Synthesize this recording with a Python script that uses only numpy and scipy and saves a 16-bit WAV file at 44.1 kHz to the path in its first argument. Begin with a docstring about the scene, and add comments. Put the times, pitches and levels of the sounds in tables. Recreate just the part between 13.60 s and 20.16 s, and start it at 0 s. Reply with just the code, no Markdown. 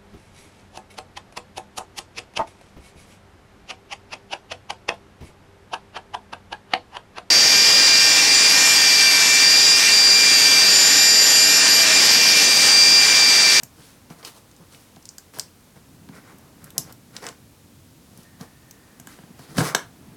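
"""A quiet small room, one microphone close to a cardboard box as a blade picks at and slits its tape.
The tape snaps in short cracks. Fingers knock the panels into clicking and the air inside into booming.
Skin and blade rub in streams of tiny slips, and near the end the tape rips and lets go.
The walls answer briefly; behind it all lie low room rumble and the microphone's own hiss."""
import sys
import numpy as np
from scipy import signal
from scipy.fft import rfft, irfft
from scipy.io import wavfile
from scipy.ndimage import uniform_filter1d

SR = 44100
rng = np.random.default_rng(int(sys.argv[2]) if len(sys.argv) > 2 else 0)


def int16_out(signal):
    """Quantize to a 16-bit WAV file."""
    q = np.round(np.clip(np.atleast_2d(signal).T, -1, 1) * 32767)
    wavfile.write(sys.argv[1], SR, q.astype(np.int16))


N = 289296

SNAP_T60_S, ECHO_S, ECHO_DB = 0.0033, 0.0026, -6.5
# the dull, main and bright bands of a snap: low_hz, high_hz
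SNAP_BANDS = [(2000, 5800), (4400, 8730), (8000, 14500)]
# tape snaps and blade ticks: start_s, dull_peak_db, main_peak_db, bright_peak_db
TAPE_SNAPS = [(0.0343, -33.5, -21, -21), (0.5024, -36, -56, -45), (0.6292, -32, -53, -51),
              (0.6497, -24, -28, -41), (0.9139, -46, -41, -57), (0.965, -48, -39.5, -56),
              (1.1474, -35, -55, -50), (1.362, -39, -43, -49), (1.4264, -54, -39, -54),
              (1.455, -40, -25, -33), (1.4902, -48, -21, -45), (1.583, -52, -21.5, -28),
              (1.787, -47, -34, -21), (1.7965, -20, -8.5, -20), (2.489, -38, -51, -49),
              (2.7852, -52, -49, -36.5), (3.043, -48, -35, -25.5), (3.1048, -37, -46, -30),
              (3.1805, -14.5, -4.5, -5.5), (3.3254, -40, -34, -27.5), (3.566, -19.5, -24, -41),
              (3.6417, -33, -32, -55), (3.6667, -24, -18.5, -48), (3.6881, -24.5, -25, -36),
              (4.5754, -57, -40, -35), (4.6324, -52, -45, -37), (4.8114, -29.5, -39, -36),
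              (5.1108, -41, -29.5, -33), (5.3996, -41, -29.5, -32), (5.472, -44, -32, -29.5),
              (5.7927, -50, -44, -40), (5.971, -32, -32, -25), (5.9823, -16.5, -25, -25),
              (6.1478, -20, -12.5, -21), (6.1497, -8.5, -9.5, -13)]
def tape_snaps():
    """Close up, each snap is one sharp crack and a dying crackle, answered by a near surface."""
    out, t = np.zeros(N), np.arange(SR // 40) / SR
    crackles = rng.standard_normal((len(TAPE_SNAPS), len(t)))
    echo_lags = (rng.uniform(.92, 1.08, len(TAPE_SNAPS)) * ECHO_S * SR).astype(int)
    for (start_s, *peaks_db), crackle, lag in zip(TAPE_SNAPS, crackles, echo_lags):
        burst = 0.27 * crackle * from_db(-60 * t / SNAP_T60_S)
        burst[0] = 1   # the crack
        i = round(start_s * SR)
        for k, (peak_db, (low_hz, high_hz)) in enumerate(zip(peaks_db, SNAP_BANDS)):
            part = band(burst, low_hz, high_hz)
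            part = band(part, 1.016 * low_hz, 1.2 * high_hz)   # twice, for steep edges
            part = from_db(peak_db) * (-1) ** k * part / np.abs(part).max()
            out[i:i + len(t)] += part
            out[i + lag:i + lag + len(t)] += from_db(ECHO_DB) * part
    return out


# modes of the cardboard panels: pitch_hz, level_db, t60_s
PANEL_MODES = [(377, -17.5, 0.03), (678, -12, 0.022), (770, -10.5, 0.017), (964, -12.5, 0.03),
               (1130, -37, 0.013), (1298, -44, 0.01), (1640, 5.5, 0.016), (2170, -6.5, 0.021),
               (3100, 0, 0.0078)]
# modes of the air inside the box: pitch_hz, level_db, t60_s
HOLLOW_MODES = [(125, -12, 0.11), (141.6, 0, 0.054), (200, -4.5, 0.04), (248, -10.5, 0.062),
                (266, -16, 0.12), (353, -4, 0.01)]
# fingers on the box: start_s, blow_db, boom_db, upper_modes_db
FINGER_KNOCKS = [(0.03, -33, -33.5, -14), (0.18, -43, -38, -28), (0.505, -29, -34, -21),
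                 (1.366, -34, -39, -20), (1.583, -43, -53, -2.5), (1.77, -24.5, -37, -29),
                 (1.786, -23, -43, -14.5), (2.158, -40, -46, -17), (2.489, -29, -29.5, -18.5),
                 (3.181, -27.5, -34.5, -25), (3.565, -37, -56, -17), (4.585, -42, -36, -21),
                 (4.807, -33, -28, -12), (5.398, -35.5, -35, -12.5), (5.471, -31, -40, -7.5),
                 (5.587, -33.5, -35, -15), (5.634, -41, -32.5, -11), (5.704, -47, -32.5, -20),
                 (5.792, -29, -33.5, -20), (5.982, -7, -9.5, -11.5), (6.007, -14.5, -31, -8),
                 (6.148, -3.5, -29, -8)]
def finger_knocks():
    """The board panels click, the air inside the box booms."""
    start_s, blow_db, boom_db, upper_db = np.transpose(FINGER_KNOCKS)
    panel = struck(PANEL_MODES, start_s, blow_db, upper_db, contact_s=0.00273)
    boom = struck(HOLLOW_MODES, start_s, boom_db, upper_db=0, contact_s=0.0045)
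    return band(panel, 260, 6200) + band(boom, 83, 430)   # soft contacts carry no treble


def struck(modes, start_s, level_db, upper_db, contact_s, spread_db=0.5, upper_hz=1300):
    """Every blow is a chatter of three contacts and strikes each mode with a strength of its own."""
    out, starts = np.zeros(N), np.round(start_s * SR).astype(int)
    scatter_db = spread_db * rng.standard_normal((len(starts), len(modes)))
    lags = (rng.random((len(starts), 3)) * contact_s * SR).astype(int)
    for k, (hz, mode_db, t60_s) in enumerate(modes):
        strength_db = level_db + mode_db + upper_db * (hz > upper_hz) - scatter_db[:, k]
        clicks = np.zeros(N)
        clicks[starts + lags[:, k % 3]] = from_db(strength_db) * (-1) ** k
        out += ring(clicks, hz, t60_s)
    return out


# the tape rips open: time_s, deep_scrape_db, shallow_scrape_db, rustle_db, rumble_db
TAPE_RIP = [(5.945, -44, -55, -52, -49), (5.965, -48, -43, -45, -34), (5.983, -28, -23, -27.5, -18),
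            (6.033, -27, -39, -36, -24.5), (6.047, -38, -33, -32.5, -30), (6.069, -30.5, -34, -32, -42),
            (6.1, -42, -33, -36.5, -48), (6.145, -43, -48, -68, -44)]
# rubbing strokes: full_at_s, rise_s, hold_s, fall_s,
# deep_scrape_db, shallow_scrape_db, rustle_db, rumble_db
RUB_STROKES = [(0.184, .01, 0.026, .03, -66, -65, -68, -50),
               (0.242, 0.17, 0.047, 0.14, -65, -61.5, -54, -63),
               (0.504, 0.0087, .02, 0.027, -51, -53, -53.5, -43),
               (0.59, .05, 0.022, .02, -51, -53, -56, -68),
               (0.633, 0.009, 0.0036, 0.013, -45.5, -47, -56, -64),
               (0.651, 0.013, 0.024, 0.058, -46.5, -49, -41.5, -59),
               (0.759, 0.037, 0.026, 0.028, -54, -72, -55, -72),
               (1.003, 0.018, 0.018, .04, -56, -70, -66, -52),
               (1.127, 0.055, 0.026, 0.25, -60.5, -59, -55, -54.5),
               (1.738, 0.0096, 0.06, 0.039, -50.5, -48.5, -48.5, -51),
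               (2.161, 0.0091, 0.0049, 0.043, -52, -55, -60, -43),
               (2.549, 0.043, 0.03, 0.036, -52.5, -48.5, -57.5, -54),
               (2.663, 0.082, .06, 0.036, -56, -53.5, -61.5, -58),
               (2.84, 0.051, 0.058, .06, -59, -77, -82, -59.5),
               (3.029, 0.091, 0.047, .04, -58.5, -55.5, -60.5, -51),
               (3.165, 0.048, 0.029, 0.08, -49.5, -55, -77, -39.5),
               (3.288, 0.075, 0.023, 0.017, -51.5, -53.5, -55.5, -63),
               (3.557, 0.049, .02, 0.064, -52, -47.5, -51.5, -50),
               (3.624, 0.014, 0.063, 0.042, -42, -44, -49, -50.5),
               (4.593, 0.3, 0.046, 0.044, -62, -72, -60, -60),
               (4.807, 0.024, 0.021, 0.055, -48, -51, -51.5, -44.5),
               (5.483, 0.023, 0.047, 0.18, -66, -54, -54, -55),
               (5.797, 0.037, 0.043, 0.096, -62, -55, -55.5, -54),
               (5.901, 0.033, .03, .03, -54.5, -57, -54.5, -46),
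               (6.158, 0.011, 0.024, 0.072, -41, -41, -47, -46)]
def rubbing_and_rip():
    """Skin and blade drag over board and tape: the board scrapes, the film crackles, the hollow rumbles."""
    stroke_gains = sum(from_db(row[4:])[:, None] * stroke_swell(*row[:4]) for row in RUB_STROKES)
    gains = gains_in_time(TAPE_RIP) + stroke_gains
    deep, shallow, rustle, rumble = uniform_filter1d(gains, size=SR // 400)
    board = deep * board_scrape(480, 1150, t60_cycles=12, wander_db=2.5)
    board += shallow * board_scrape(1400, 2200, t60_cycles=24, wander_db=3.5)
    hollow = rumble * hollow_rumble()
    return band(board, 265, 2170) + rustle * film_crackle() + hollow


def stroke_swell(full_at_s, rise_s, hold_s, fall_s, edge_db=21):
    """A stroke climbs, holds and sinks, straight in dB: edge_db over each rise or fall time."""
    t = np.arange(N) / SR - full_at_s
    below_full = np.maximum(-t / rise_s, (t - hold_s) / fall_s)
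    return from_db(-edge_db * np.clip(below_full, 0, 10))


def board_scrape(low_hz, high_hz, t60_cycles, wander_db):
    """Slips ring small patches of board; which patches sound changes as the hand moves."""
    slips, out = tiny_slips(per_s=2500, spread_db=4), np.zeros(N)
    for hz in np.geomspace(low_hz, high_hz, num=7):
        patch = rms_one(ring(slips, hz, t60_cycles / hz))
        out += from_db(wander_db * drift(rate_hz=25)) * patch
    return rms_one(out)


def hollow_rumble():
    """A stream of slips keeps the air in the box sounding."""
    slips, out = tiny_slips(per_s=400, spread_db=3), np.zeros(N)
    for k, (hz, level_db, t60_s) in enumerate(HOLLOW_MODES):
        out += from_db(level_db) * ring(slips, hz, t60_s) * (-1) ** k
    return rms_one(out)


# tone of the tape film at close range: frequency_hz, gain_db
FILM_SPECTRUM = [(1470, -44), (2500, -7), (3760, -5), (5460, -4), (7150, -7), (9820, -6), (11500, -11.5),
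                 (16000, -15.5), (17500, -2)]
def film_crackle(patchy_db=1.5):
    """Grains of adhesive let go; each third of an octave swells as other patches of film sound."""
    slips, patches = tiny_slips(per_s=5000, spread_db=3), np.zeros(N)
    edges_hz = 2000 * 2 ** np.arange(0, 3.2, 1 / 3)
    for k, (low_hz, high_hz) in enumerate(zip(edges_hz, edges_hz[1:])):
        swell = from_db(patchy_db * drift(rate_hz=30))
        patches += swell * band(slips, low_hz, high_hz) * (-1) ** k
    return coloured(patches, FILM_SPECTRUM)


def tiny_slips(per_s, spread_db):
    """Friction lets go at random moments, in clicks of uneven size."""
    sizes = from_db(spread_db * np.minimum(rng.exponential(1, N), 4))
    signs = rng.choice([-1, 1], N)
    return rms_one(sizes * signs * (rng.random(N) < per_s / SR))


def faint_whistle(start_s=4.62, end_s=5.35, fade_s=0.12, level_db=-65, waver_db=2):
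    """Noise in one narrow resonance, wavering in level."""
    gate = np.interp(np.arange(N) / SR, [start_s - fade_s, start_s, end_s, end_s + fade_s], [0, 1, 1, 0])
    gain = from_db(level_db + waver_db * drift(rate_hz=12))
    return gate * gain * rms_one(ring(rng.standard_normal(N), hz=1790, t60_s=0.017))


# decay of the small room: frequency_hz, t60_s
ROOM_DECAY = [(200, 0.21), (700, 0.27), (2500, 0.24), (9000, 0.17)]
def room_reflections(x):
    """Dense reflections off the near walls die away band by band."""
    t, edges_hz = np.arange(SR // 2) / SR, 100 * 2 ** np.arange(0, 7.6, .5)
    tail = np.zeros(len(t))
    for low_hz, high_hz in zip(edges_hz, edges_hz[1:]):
        noise = band(rng.standard_normal(len(t)), low_hz, high_hz)
        fade = from_db(-60 * t / at_hz(ROOM_DECAY, np.sqrt(low_hz * high_hz)))
        tail += noise * fade / np.sqrt(np.sum(fade ** 2))
    tail *= 1 - np.exp(-t / 0.0011)   # the walls answer after a few milliseconds
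    return signal.fftconvolve(x, tail)[:N]


# room rumble and microphone hiss: frequency_hz, gain_db
ROOM_TONE_SPECTRUM = [(15, -39), (25, -3.5), (80, 5.5), (154, 1), (268, 0.5), (383, -7.5), (743, -14),
                      (853, -13), (2710, -21.5), (10500, -24.5), (16800, -27.5), (18200, -37)]
# slow swells of the room tone: time_s, middle_db, bass_db
ROOM_TONE_SWELLS = [(0.0, -60, -58), (0.75, -60.5, -59), (2.1, -62, -57.5), (2.39, -61.5, -50),
                    (2.76, -58.5, -53.5), (3.1, -62, -51.5), (4.15, -64, -53), (5.0, -61.5, -55),
                    (5.35, -60, -55), (5.86, -58, -53.5), (6.3, -61, -52.5), (6.56, -57, -47)]
def room_tone(floor_db=-59, treble_db=-59.5, high_mid_vs_middle_db=-4.5):
    """Steady room noise and microphone hiss; the middle and the bass swell slowly on top."""
    middle, bass = gains_in_time(ROOM_TONE_SWELLS)
    high_mid, treble = from_db(high_mid_vs_middle_db) * middle, from_db(treble_db)
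    layers = [(middle, 400, 1200), (high_mid, 1200, 3000), (treble, 2600, 16000), (bass, 90, 380)]
    out = np.zeros(N)
    for gain, low_hz, high_hz in layers:
        noise = coloured(rng.standard_normal(N), ROOM_TONE_SPECTRUM)
        out += gain * rms_one(band(noise, low_hz, high_hz))
    return out + from_db(floor_db) * coloured(rng.standard_normal(N), ROOM_TONE_SPECTRUM)


def from_db(db):
    return 10 ** (np.asarray(db) / 20)


def rms_one(x):
    return x / np.sqrt(np.mean(x ** 2) + 1e-20)


def band(x, low_hz, high_hz):
    return signal.sosfilt(signal.butter(2, [low_hz, high_hz], "band", fs=SR, output="sos"), x)


def ring(drive, hz, t60_s):
    """One mode: a unit click sets a dying sine of height 1 ringing."""
    decay, step = from_db(-60 / (t60_s * SR)), 2 * np.pi * hz / SR
    return signal.lfilter([0, np.sin(step)], [1, -2 * decay * np.cos(step), decay ** 2], drive + 1e-18)


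def drift(rate_hz):
    """A slow wander between random values of spread 1."""
    knots = rng.standard_normal(int(N / SR * rate_hz) + 2)
    return np.interp(np.arange(N) / SR * rate_hz, np.arange(len(knots)), knots)


def at_hz(table, hz):
    """Read a table on a log-frequency axis."""
    table_hz, values = np.transpose(table)
    return np.interp(np.log(hz), np.log(table_hz), values)


def coloured(x, spectrum):
    """Shape a signal by a table of gains over frequency; rms 1."""
    hz = np.maximum(np.fft.rfftfreq(len(x), 1 / SR), 1)
    return rms_one(irfft(rfft(x) * from_db(at_hz(spectrum, hz)), len(x)))


def gains_in_time(rows):
    """Each dB column as a gain, silent outside the rows."""
    time_s, *columns_db = np.transpose(rows)
    return from_db([np.interp(np.arange(N) / SR, time_s, db, left=-200, right=-200) for db in columns_db])


SNAP_ROOM_DB, BOX_ROOM_DB, MIC_LOW_HZ = -9, -7.5, 120
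def scene():
    """The box up close, the walls behind it, over room tone; the microphone thins the box's deep bass."""
    snaps = tape_snaps()
    box = finger_knocks() + rubbing_and_rip() + faint_whistle()
    walls = room_reflections(from_db(SNAP_ROOM_DB) * snaps + from_db(BOX_ROOM_DB) * box)
    low_cut = signal.butter(2, MIC_LOW_HZ, "high", fs=SR, output="sos")
    at_mic = signal.sosfilt(low_cut, snaps + box + walls)
    return (at_mic + room_tone())[None]


def record(dry):
    """Peaks are rounded near full scale, the top is cut."""
    rounded = 1.3 * np.tanh(dry / 1.3)
    high_cut = signal.cheby2(12, 70, 18700, fs=SR, output="sos")   # 70 dB down from 18.7 kHz
    return signal.sosfilt(high_cut, rounded)


dry = scene()
out = record(dry)
int16_out(out)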